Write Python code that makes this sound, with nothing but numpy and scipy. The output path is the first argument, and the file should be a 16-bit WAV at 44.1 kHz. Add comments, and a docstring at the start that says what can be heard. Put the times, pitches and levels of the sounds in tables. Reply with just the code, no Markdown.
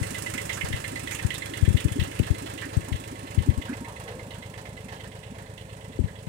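"""The chug of a small three-cylinder diesel tractor, idling a metre from a hand-held recorder in a forest
clearing. One cylinder knocks, the valves tick, the intake gulps once a cycle and loose fittings rattle.
We walk round to the rear, past a faintly ringing steel shield, and end six metres off, where the engine
is quieter and duller. Boots crunch on the litter; handling and puffs of air thump the left microphone."""
import sys
import numpy as np
from scipy import signal
from scipy.fft import rfft, irfft
from scipy.io import wavfile
from scipy.ndimage import uniform_filter1d

SR = 44100
rng = np.random.default_rng(int(sys.argv[2]) if len(sys.argv) > 2 else 0)


def inscribe(sig):
    """Save sig as 16-bit PCM at rate SR to the path in sys.argv[1].

    A 1-D sig is mono; a 2-D sig holds one channel per row.
    Samples are clipped to [-1, 1] before scaling.
    """
    pcm = np.round(np.clip(np.atleast_2d(sig).T, -1, 1) * 32767)
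    wavfile.write(sys.argv[1], SR, pcm.astype(np.int16))


N = 276948
TIME = np.arange(N) / SR
FREQ = np.maximum(np.arange(N // 2 + 1) * SR / N, 1)

# the walk: (time [s], distance to the engine [m], left microphone lag [ms], share from behind [0-1])
WALK_PATH = [(0, 0.99, 0.61, 0.77), (.8, 1.33, 0.6, 0.34), (1.4, 1.58, 0.6, 0.27), (2.3, 1.85, 0.58, 0.44),
             (3.2, 2.63, 0.47, 0.38), (3.8, 3.4, 0.32, 0.77), (4.5, 4.37, 0.28, 0.88),
             (5.4, 6.0, 0.32, 0.87), (6.3, 6.1, 0.34, 0.98)]
# the left microphone faces away from the engine: (frequency [Hz], left minus right at full shade [dB])
LEFT_SHADOW = [(100, -2.5), (500, 1.5), (750, -3), (1100, -2.5), (1500, -9.5), (2000, -13.5), (2800, -15),
               (3700, -8.5), (5000, -13.5), (7000, -25), (9000, -33), (14000, -33)]
# how alike the two microphones sound: (frequency [Hz], likeness [0-1])
MIC_LIKENESS = [(150, 0.97), (400, 1), (1000, 0.88), (3000, 0.087), (8000, 0.11)]
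# open air in the clearing: (frequency [Hz], relative level [dB])
AIR_SPECTRUM = [(25, -32), (60, 7.5), (150, -8), (500, -11.5), (1500, -18), (5000, -31.5), (8500, -15.5),
                (15000, -53)]
# short crunches and rattles: boots on litter, after-rattles following hard knocks, and one brief # low scuff of
# a boot near 500 Hz: (time [s], level [dB], centre [Hz], length [s])
SHORT_BURSTS = [(0.335, -31.5, 1910, 0.036), (0.528, -32.5, 6650, 0.036), (0.57, -32, 1570, 0.027),
                (1.107, -29.5, 2090, 0.037), (1.119, -33, 6600, 0.044), (1.147, -32.5, 2700, .028),
                (1.345, -33.5, 3600, 0.024), (1.808, -40, 2510, 0.036), (2.19, -31.5, 2640, 0.011),
                (2.614, -32, 1860, 0.053), (2.876, -42, 910, 0.038), (3.678, -39, 1620, 0.074),
                (3.873, -43, 980, 0.047), (4.034, -43.5, 488, 0.31), (4.346, -43, 1640, 0.036),
                (5.038, -46, 1750, 0.049), (5.38, -48, 1820, 0.083), (6.077, -44.5, 1830, 0.038),
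                (6.186, -47, 3200, 0.013)]
# jolts to the left microphone: (time [s], peak level [dB], settling pitch [Hz])
MIC_JOLTS = [(0.012, -14, 82), (0.636, -18, 81), (0.705, -21, 75.4), (0.735, -16, 76.4), (1.2469, -8.5, 78),
             (1.6242, -5.5, 68), (1.6771, -4, 79), (1.678, -17.5, 240), (1.7008, -12, 79),
             (1.7438, -5, 73.6), (1.8507, -7, 77), (1.913, -17, 85), (1.988, -12.5, 73), (2.014, -12.5, 74),
             (2.1962, -14, 270), (2.1975, -5.5, 85.6), (2.3026, -6.5, 69), (2.7675, -6.5, 75.4),
             (2.916, -14.5, 67.4), (2.939, -16.5, 69), (3.376, -5, 73.5), (3.401, -16, 66),
             (3.4853, -3.5, 73), (3.5734, -13.5, 65.4), (5.9896, -13, 230), (5.9939, -9, 64.4),
             (6.0382, -13, 77), (6.269, -21, 109)]
# modes of the rear shield and the engine block: (frequency [Hz], width [Hz], relative level [dB])
SHIELD_MODES = [(937, 10, -5), (1086, 11, -3.5), (1300, 15, -17.5)]
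BLOCK_MODES = [(1583, 27, -6), (1784, 50, 0.5), (2018, 65, 4), (2090, 150, 0.5), (2658, 170, -0.5),
               (3005, 91, -2), (3355, 180, -3), (4170, 160, -8)]
# shakes of the loose fittings: (time [s], level [dB])
FITTING_SHAKES = [(0.145, -31), (0.266, -34), (0.378, -31.5), (0.492, -27), (0.727, -28), (1.073, -33),
                  (1.304, -28), (1.536, -30), (1.769, -27), (1.996, -23.5), (2.228, -32.5), (2.46, -42),
                  (2.578, -31.5), (2.925, -33), (3.387, -37), (3.617, -34), (4.079, -39.5), (4.306, -36),
                  (4.423, -42.5), (4.655, -62), (4.771, -44), (4.886, -45), (4.964, -43), (5.006, -41),
                  (5.12, -46), (5.234, -44), (5.577, -38), (5.695, -45), (5.81, -45), (5.92, -47)]
# colours of the tractor's parts: (frequency [Hz], relative level [dB])
FITTING_SPECTRUM = [(900, -34), (1600, -13.5), (2000, 8.5), (2350, -10.5), (2850, 5.5), (3600, -1.5),
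                    (4800, -15), (12000, -23)]
PANELS_BESIDE = [(30, -28), (70, 6), (130, 15), (185, -0.5), (240, -17), (315, 14), (350, 6.5), (400, 1.5),
                 (450, 7.5), (490, 1), (570, 6.5), (700, -4), (1000, -5), (1300, -24)]
PANELS_BEHIND = [(30, -28), (70, 7), (200, 6), (360, -21), (440, 9), (478, -10.5), (520, 7), (585, -1),
                 (650, -2.5), (750, -13.5), (1000, -3), (1300, -21)]
GEAR_SPECTRUM = [(400, -7.5), (750, 0), (850, -1.5), (930, 1), (1000, -3), (1090, -3.5), (1170, -12.5),
                 (1280, -5), (1480, -8.5), (1700, -1), (2400, -11), (4000, -12.5), (7000, -20),
                 (15000, -30)]
TICK_SPECTRUM = [(1500, 4), (2800, 7.5), (3450, -13), (4200, -2.5), (5200, 2), (6400, 3.5), (7400, 7.5),
                 (8600, 9), (10000, 4), (12000, -4), (13300, -2), (15800, -9)]
SPARKLE_SPECTRUM = [(4000, -15), (7000, 1), (9000, 2), (13300, -3), (15800, -17)]
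# idling speed: (time [s], firing rate [1/s])
FIRING_RATE = [(0, 25.84), (1.1, 25.93), (2.3, 25.93), (3.4, 26.01), (6.3, 26.02)]
# relative strength of the cylinders in firing order: (exhaust [dB], ring [dB], clatter [dB], tick [dB])
CYLINDER_BALANCE = [(4.5, 16.5, 15, 8), (8.5, 14, 19, 13), (6, 8, 7, 14)]
# the first cylinder's knock eases off and returns: (time [s], level [dB])
KNOCK_LEVEL = [(0, -40), (0.6, -34), (1.5, -39), (1.9, -48), (2.9, -58), (3.6, -47.5), (4.9, -48.5),
               (5.45, -65), (6.28, -54.5)]
# the intake along the walk, loudest and highest beside the tractor: (time [s], level [dB], pitch [Hz])
INTAKE_CURVE = [(0, -33.5, 243), (0.6, -43, 228), (1.2, -45.5, 289), (1.8, -30.5, 290), (2.7, -33.5, 280.5),
                (3.6, -33.5, 258), (4.1, -39, 230), (4.8, -41.5, 220), (5.5, -45.5, 220),
                (6.28, -41.5, 226)]
# the exhaust note: (harmonic [multiple of the firing rate], relative level [dB])
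EXHAUST_HARMONICS = [(1, -52), (2, -4), (3, 1), (4, 5), (5, 2), (6, -5.5), (7, -6.5), (8, -15)]

# how each engine sound carries: (gain at 1 m [dB], loss per doubling of distance [dB])
EXHAUST_REACH, DRONE_REACH, RING_REACH = (-42, 0.92), (-43, 2.72), (-39, 3.2)
GEAR_REACH, TICK_REACH = (-37.5, 4.24), (-35.5, 7.74)
FIRST_ROW = np.array([[1], [0]])


def from_db(db):
    """Decibels to gain."""
    return 10 ** (np.asarray(db) / 20)


def rms_one(x):
    """Scale to unit rms."""
    return x / np.sqrt(np.mean(x ** 2) + 1e-20)


def in_time(rows):
    """Each column of a curve at every sample."""
    times, *columns = np.transpose(rows)
    return [np.interp(TIME, times, column) for column in columns]


def at_hz(points, hz):
    """Read a spectrum on a log-frequency axis."""
    points = np.array(points)
    return np.interp(np.log(hz), np.log(points[:, 0]), points[:, 1])


def noise(spectrum):
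    """Two unrelated noises of the given colour."""
    return rms_one(irfft(rfft(rng.standard_normal((2, N))) * from_db(at_hz(spectrum, FREQ)), N))


def drift(rate_hz):
    """A random wander with a spread of one."""
    return rms_one(irfft(rfft(rng.standard_normal(N)) / (1 + (FREQ / rate_hz) ** 4), N))


def resonate(x, hz, width_hz):
    """A resonance with unit gain at its peak."""
    r = np.exp(-np.pi * width_hz / SR)
    feedback = [1, -2 * r * np.cos(2 * np.pi * hz / SR), r * r]
    return signal.lfilter(np.array([1, 0, -1]) * (1 - r * r) / 2, feedback, x)


def blows(firings, cylinder_db, late_s, rise_s, decay_s, scatter_db, bed):
    """Envelope of a noise that each firing kicks up over a steady bed, at unit rms."""
    count = np.arange(int(firings[-1]) + 1)
    onsets = np.interp(count, firings, TIME) + late_s
    scatter = np.clip(rng.standard_normal(len(count)), -2, 2)
    strength_db = np.resize(cylinder_db, len(count)) + scatter_db * scatter
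    power = np.zeros(N)
    power[np.clip((onsets * SR).astype(int), 0, N - 1)] = from_db(strength_db) ** 2
    for seconds in (rise_s, decay_s):
        power = signal.lfilter([1], [1, -np.exp(-1 / (seconds * SR))], power)
    return rms_one(np.sqrt(power / power.mean() + bed))


def carry(reach, distance_m):
    """Gain of an engine sound this far from the microphones."""
    near_db, loss_db = reach
    return from_db(near_db - loss_db * np.log2(distance_m))


def microphones(pair, shade, lag_ms):
    """The right microphone takes the direct sound; the left has it later, duller and part scattered."""
    direct, scattered = pair
    delayed = np.interp(TIME - lag_ms / 1000, TIME, direct)
    alike = at_hz(MIC_LIKENESS, FREQ)
    left = alike * rfft(delayed) + np.sqrt(1 - alike ** 2) * rfft(scattered)
    return np.array([irfft(left * from_db(shade * at_hz(LEFT_SHADOW, FREQ)), N), direct])


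def clearing_air():
    """The steady hush of open air all round the recorder."""
    return from_db(-51.5) * noise(AIR_SPECTRUM)


def crunches_and_rattles(relative_width=0.14):
    """Narrow bursts of noise: boots on litter, rattles after hard knocks and one low scuff of a boot."""
    out = np.zeros((2, N))
    grains = rng.standard_normal((2, N))
    for start, db, hz, length in SHORT_BURSTS:
        span = slice(int(start * SR), int((start + .3) * SR))
        age = np.maximum(TIME[span] - start, 0) / length
        band = rms_one(resonate(grains[:, span], hz, relative_width * hz))
        out[:, span] += from_db(db) * band * np.minimum(10 * age, 1) * np.exp(-age ** 2)
    return out


def thumps(sweep_hz=150, settle_s=0.0039, swell_turns=0.58, tail_db=-21, tail_s=0.013):
    """A jolt swings the microphone, fast and then slower, leaving a flutter; hard ones ring higher."""
    out = np.zeros(N)
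    flutter = noise([(20, -14), (55, -6.0), (130, 4), (350, -7.5), (900, -79), (4000, -86)])[0]
    for start, db, hz in MIC_JOLTS:
        span = slice(int(start * SR), int((start + .15) * SR))
        age = np.maximum(TIME[span] - start, 0)
        turns = hz * age + sweep_hz * settle_s * (1 - np.exp(-age / settle_s))
        swell = age * hz / swell_turns
        swing = -np.sin(2 * np.pi * turns) * swell * np.exp(.5 - .5 * swell ** 2)
        tail = from_db(tail_db) * flutter[span] * age / tail_s * np.exp(1 - age / tail_s)
        out[span] += from_db(db) * (swing + tail)
    return out


def shield(level_db=-50, pass_s=3.51, spread_s=0.56):
    """The shaken steel shield rings, swelling and fading as the microphones pass it."""
    shaking = rng.standard_normal((2, N))
    ringing = sum(from_db(db) * rms_one(resonate(shaking, hz, width)) for hz, width, db in SHIELD_MODES)
    return from_db(level_db) * rms_one(ringing) * np.exp(-.5 * ((TIME - pass_s) / spread_s) ** 2)


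def fittings(rise_s=0.0011, decay_s=0.019, grain_db=2.0, bounce_s=0.03, bounce_db=-8):
    """Hard firings shake loose fittings into a short gritty buzz, and they bounce once."""
    force = np.zeros(N)
    for shake_s, db in FITTING_SHAKES:
        for start, level_db in ((shake_s, db), (shake_s + bounce_s, db + bounce_db)):
            span = slice(int(start * SR), int((start + .2) * SR))
            age = np.maximum(TIME[span] - start, 0)
            force[span] += from_db(level_db) * (1 - np.exp(-age / rise_s)) * np.exp(-age / decay_s)
    return force * rms_one(noise(FITTING_SPECTRUM) * from_db(grain_db * drift(280)))


def panel_drone(cycles, spectrum, looseness, harmonics=150):
    """Panels and frame shake alike on every engine cycle: close lines with a little noise between."""
    line_hz = np.arange(1, harmonics + 1) * cycles[-1] / TIME[-1]
    lines = from_db(at_hz(spectrum, line_hz)) * np.exp(2j * np.pi * rng.random(harmonics))
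    shape = rms_one(irfft(np.r_[0, lines], 2 ** 12))
    return np.interp(cycles % 1, np.linspace(0, 1, len(shape)), shape) + looseness * noise(spectrum)


def gears(firings, cylinder_db):
    """The gears clatter all the time, harder just after each firing."""
    return noise(GEAR_SPECTRUM) * blows(firings, cylinder_db, late_s=0.0017, rise_s=0.0061,
                                        decay_s=0.012, scatter_db=6.5, bed=1.0)


def valves(firings, cylinder_db, behind, sparkle_db=-6, hidden_db=-11, grain_db=0.64):
    """Each firing brings a gritty tick; the tractor's body hides its sparkle from the rear."""
    force = blows(firings, cylinder_db, late_s=0.00014, rise_s=0.0005,
                  decay_s=0.0064, scatter_db=2.13, bed=0.53)
    sparkle = from_db(sparkle_db + hidden_db * behind) * noise(SPARKLE_SPECTRUM) * rms_one(force ** 2)
    return (noise(TICK_SPECTRUM) * force + sparkle) * from_db(grain_db * drift(270))


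def block_modes(force, grain_db, colour_db):
    """A rattling force excites the engine block's modes, whose balance keeps wandering."""
    rattle = force * rng.standard_normal((2, N)) * from_db(grain_db * drift(520))
    modes = [(-1) ** k * from_db(db + colour_db * drift(4.8)) * resonate(rattle, hz, width)
             for k, (hz, width, db) in enumerate(BLOCK_MODES)]
    return rms_one(sum(modes))


def block_ring(firings, cylinder_db, behind, hidden_db=-6.5):
    """All three cylinders keep the block ringing; wheels and shield screen it from the rear."""
    force = blows(firings, cylinder_db, late_s=0.00032, rise_s=0.00078,
                  decay_s=0.0098, scatter_db=0.5, bed=0.25)
    return block_modes(force, grain_db=2.5, colour_db=2.5) * from_db(hidden_db * behind)


def knock(cycles):
    """Once a cycle the first cylinder knocks: a compact clack in the block's strongest modes."""
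    ringing = resonate(block_modes(1, grain_db=-2.5, colour_db=4.5), hz=2010, width_hz=143)
    levelled = ringing / np.sqrt(uniform_filter1d(ringing ** 2, size=400) + 1e-12)
    level_db, = in_time(KNOCK_LEVEL)
    force = blows(cycles, [0], late_s=0.00166, rise_s=0.002, decay_s=0.0087, scatter_db=1.0, bed=.002)
    return from_db(level_db) * levelled * force


def intake(cycles, behind, rise_hz_per_s=3000, roughness=0.29, scatter_db=4.94):
    """Once a cycle the intake gulps: a rising tone, a higher pipe note from the side, a weak rebound."""
    level_db, pitch_hz = in_time(INTAKE_CURVE)
    centre, width, pipe_width = .79, .08, .084  # in engine cycles
    offset = (cycles - centre + .5) % 1 - .5
    seconds = offset * TIME[-1] / cycles[-1]
    gulp_turns = 0.15 + (pitch_hz + rise_hz_per_s * seconds / 2) * seconds
    gulp = np.exp(-.5 * (offset / width) ** 2) * np.sin(2 * np.pi * gulp_turns)
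    phase = 2 * np.pi * pitch_hz * seconds
    pipe = (1 - behind) * np.exp(-.5 * ((offset - .04) / pipe_width) ** 2) * np.sin(1.4 * phase)
    rebound = np.exp(-2 * ((offset - .22) / width) ** 2) * np.sin(phase)
    tone = gulp + from_db(-3) * pipe + from_db(-7) * rebound
    return tone * (1 + roughness * drift(90)) * from_db(level_db + scatter_db * drift(4.35))


def exhaust(firings, cylinder_db, lead_firings=0.067, smear_rad=0.076, waver_db=-0.3):
    """One pressure pulse per firing, unequal by cylinder; the silencer smears the harmonics in time."""
    phase = 2 * np.pi * (firings + lead_firings)
    note = sum(from_db(db) * np.cos(k * phase - smear_rad * (k - 1) ** 2) for k, db in EXHAUST_HARMONICS)
    strength_db = np.interp(firings, np.arange(len(cylinder_db)), cylinder_db, period=len(cylinder_db))
    return rms_one(note * from_db(strength_db)) * from_db(waver_db * drift(18))


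def engine(distance_m, behind, first_firing_s=.028):
    """One crankshaft times every engine sound; rows are direct and scattered sound."""
    rate, = in_time(FIRING_RATE)
    firings = np.cumsum(rate) / SR - first_firing_s * rate[0]
    cycles = firings / len(CYLINDER_BALANCE)
    puff_db, ring_db, clatter_db, tick_db = np.transpose(CYLINDER_BALANCE)
    chug = carry(EXHAUST_REACH, distance_m) * exhaust(firings, puff_db) + intake(cycles, behind)
    side = np.sqrt(1 - behind) * panel_drone(cycles, PANELS_BESIDE, looseness=0.54)
    rear = np.sqrt(behind) * from_db(2.5) * panel_drone(cycles, PANELS_BEHIND, looseness=0.38)
    drone = carry(DRONE_REACH, distance_m) * (side + rear)
    ring = carry(RING_REACH, distance_m) * block_ring(firings, ring_db, behind)
    clatter = carry(GEAR_REACH, distance_m) * gears(firings, clatter_db)
    ticks = carry(TICK_REACH, distance_m) * valves(firings, tick_db, behind)
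    return chug * FIRST_ROW + drone + ring + clatter + ticks + knock(cycles)


def scene():
    """The tractor, the clearing, crunches and thumps, as the hand-held pair hears them on the walk."""
    distance_m, lag_ms, behind = in_time(WALK_PATH)
    tractor = engine(distance_m, behind) + fittings() + shield()
    out = microphones(tractor + clearing_air(), shade=0.92, lag_ms=lag_ms)
    out += microphones(crunches_and_rattles(), shade=0.96, lag_ms=0.052)
    return out + thumps() * FIRST_ROW  # left microphone only


def record(dry, low_cut_hz=15, high_cut_hz=15850):
    """The recorder drops the deepest rumble and the very top."""
    cut = signal.sosfilt(signal.butter(1, low_cut_hz, "high", fs=SR, output="sos"), dry)
    return signal.sosfilt(signal.ellip(12, .2, 80, high_cut_hz, fs=SR, output="sos"), cut)


dry = scene()
out = record(dry)
inscribe(out)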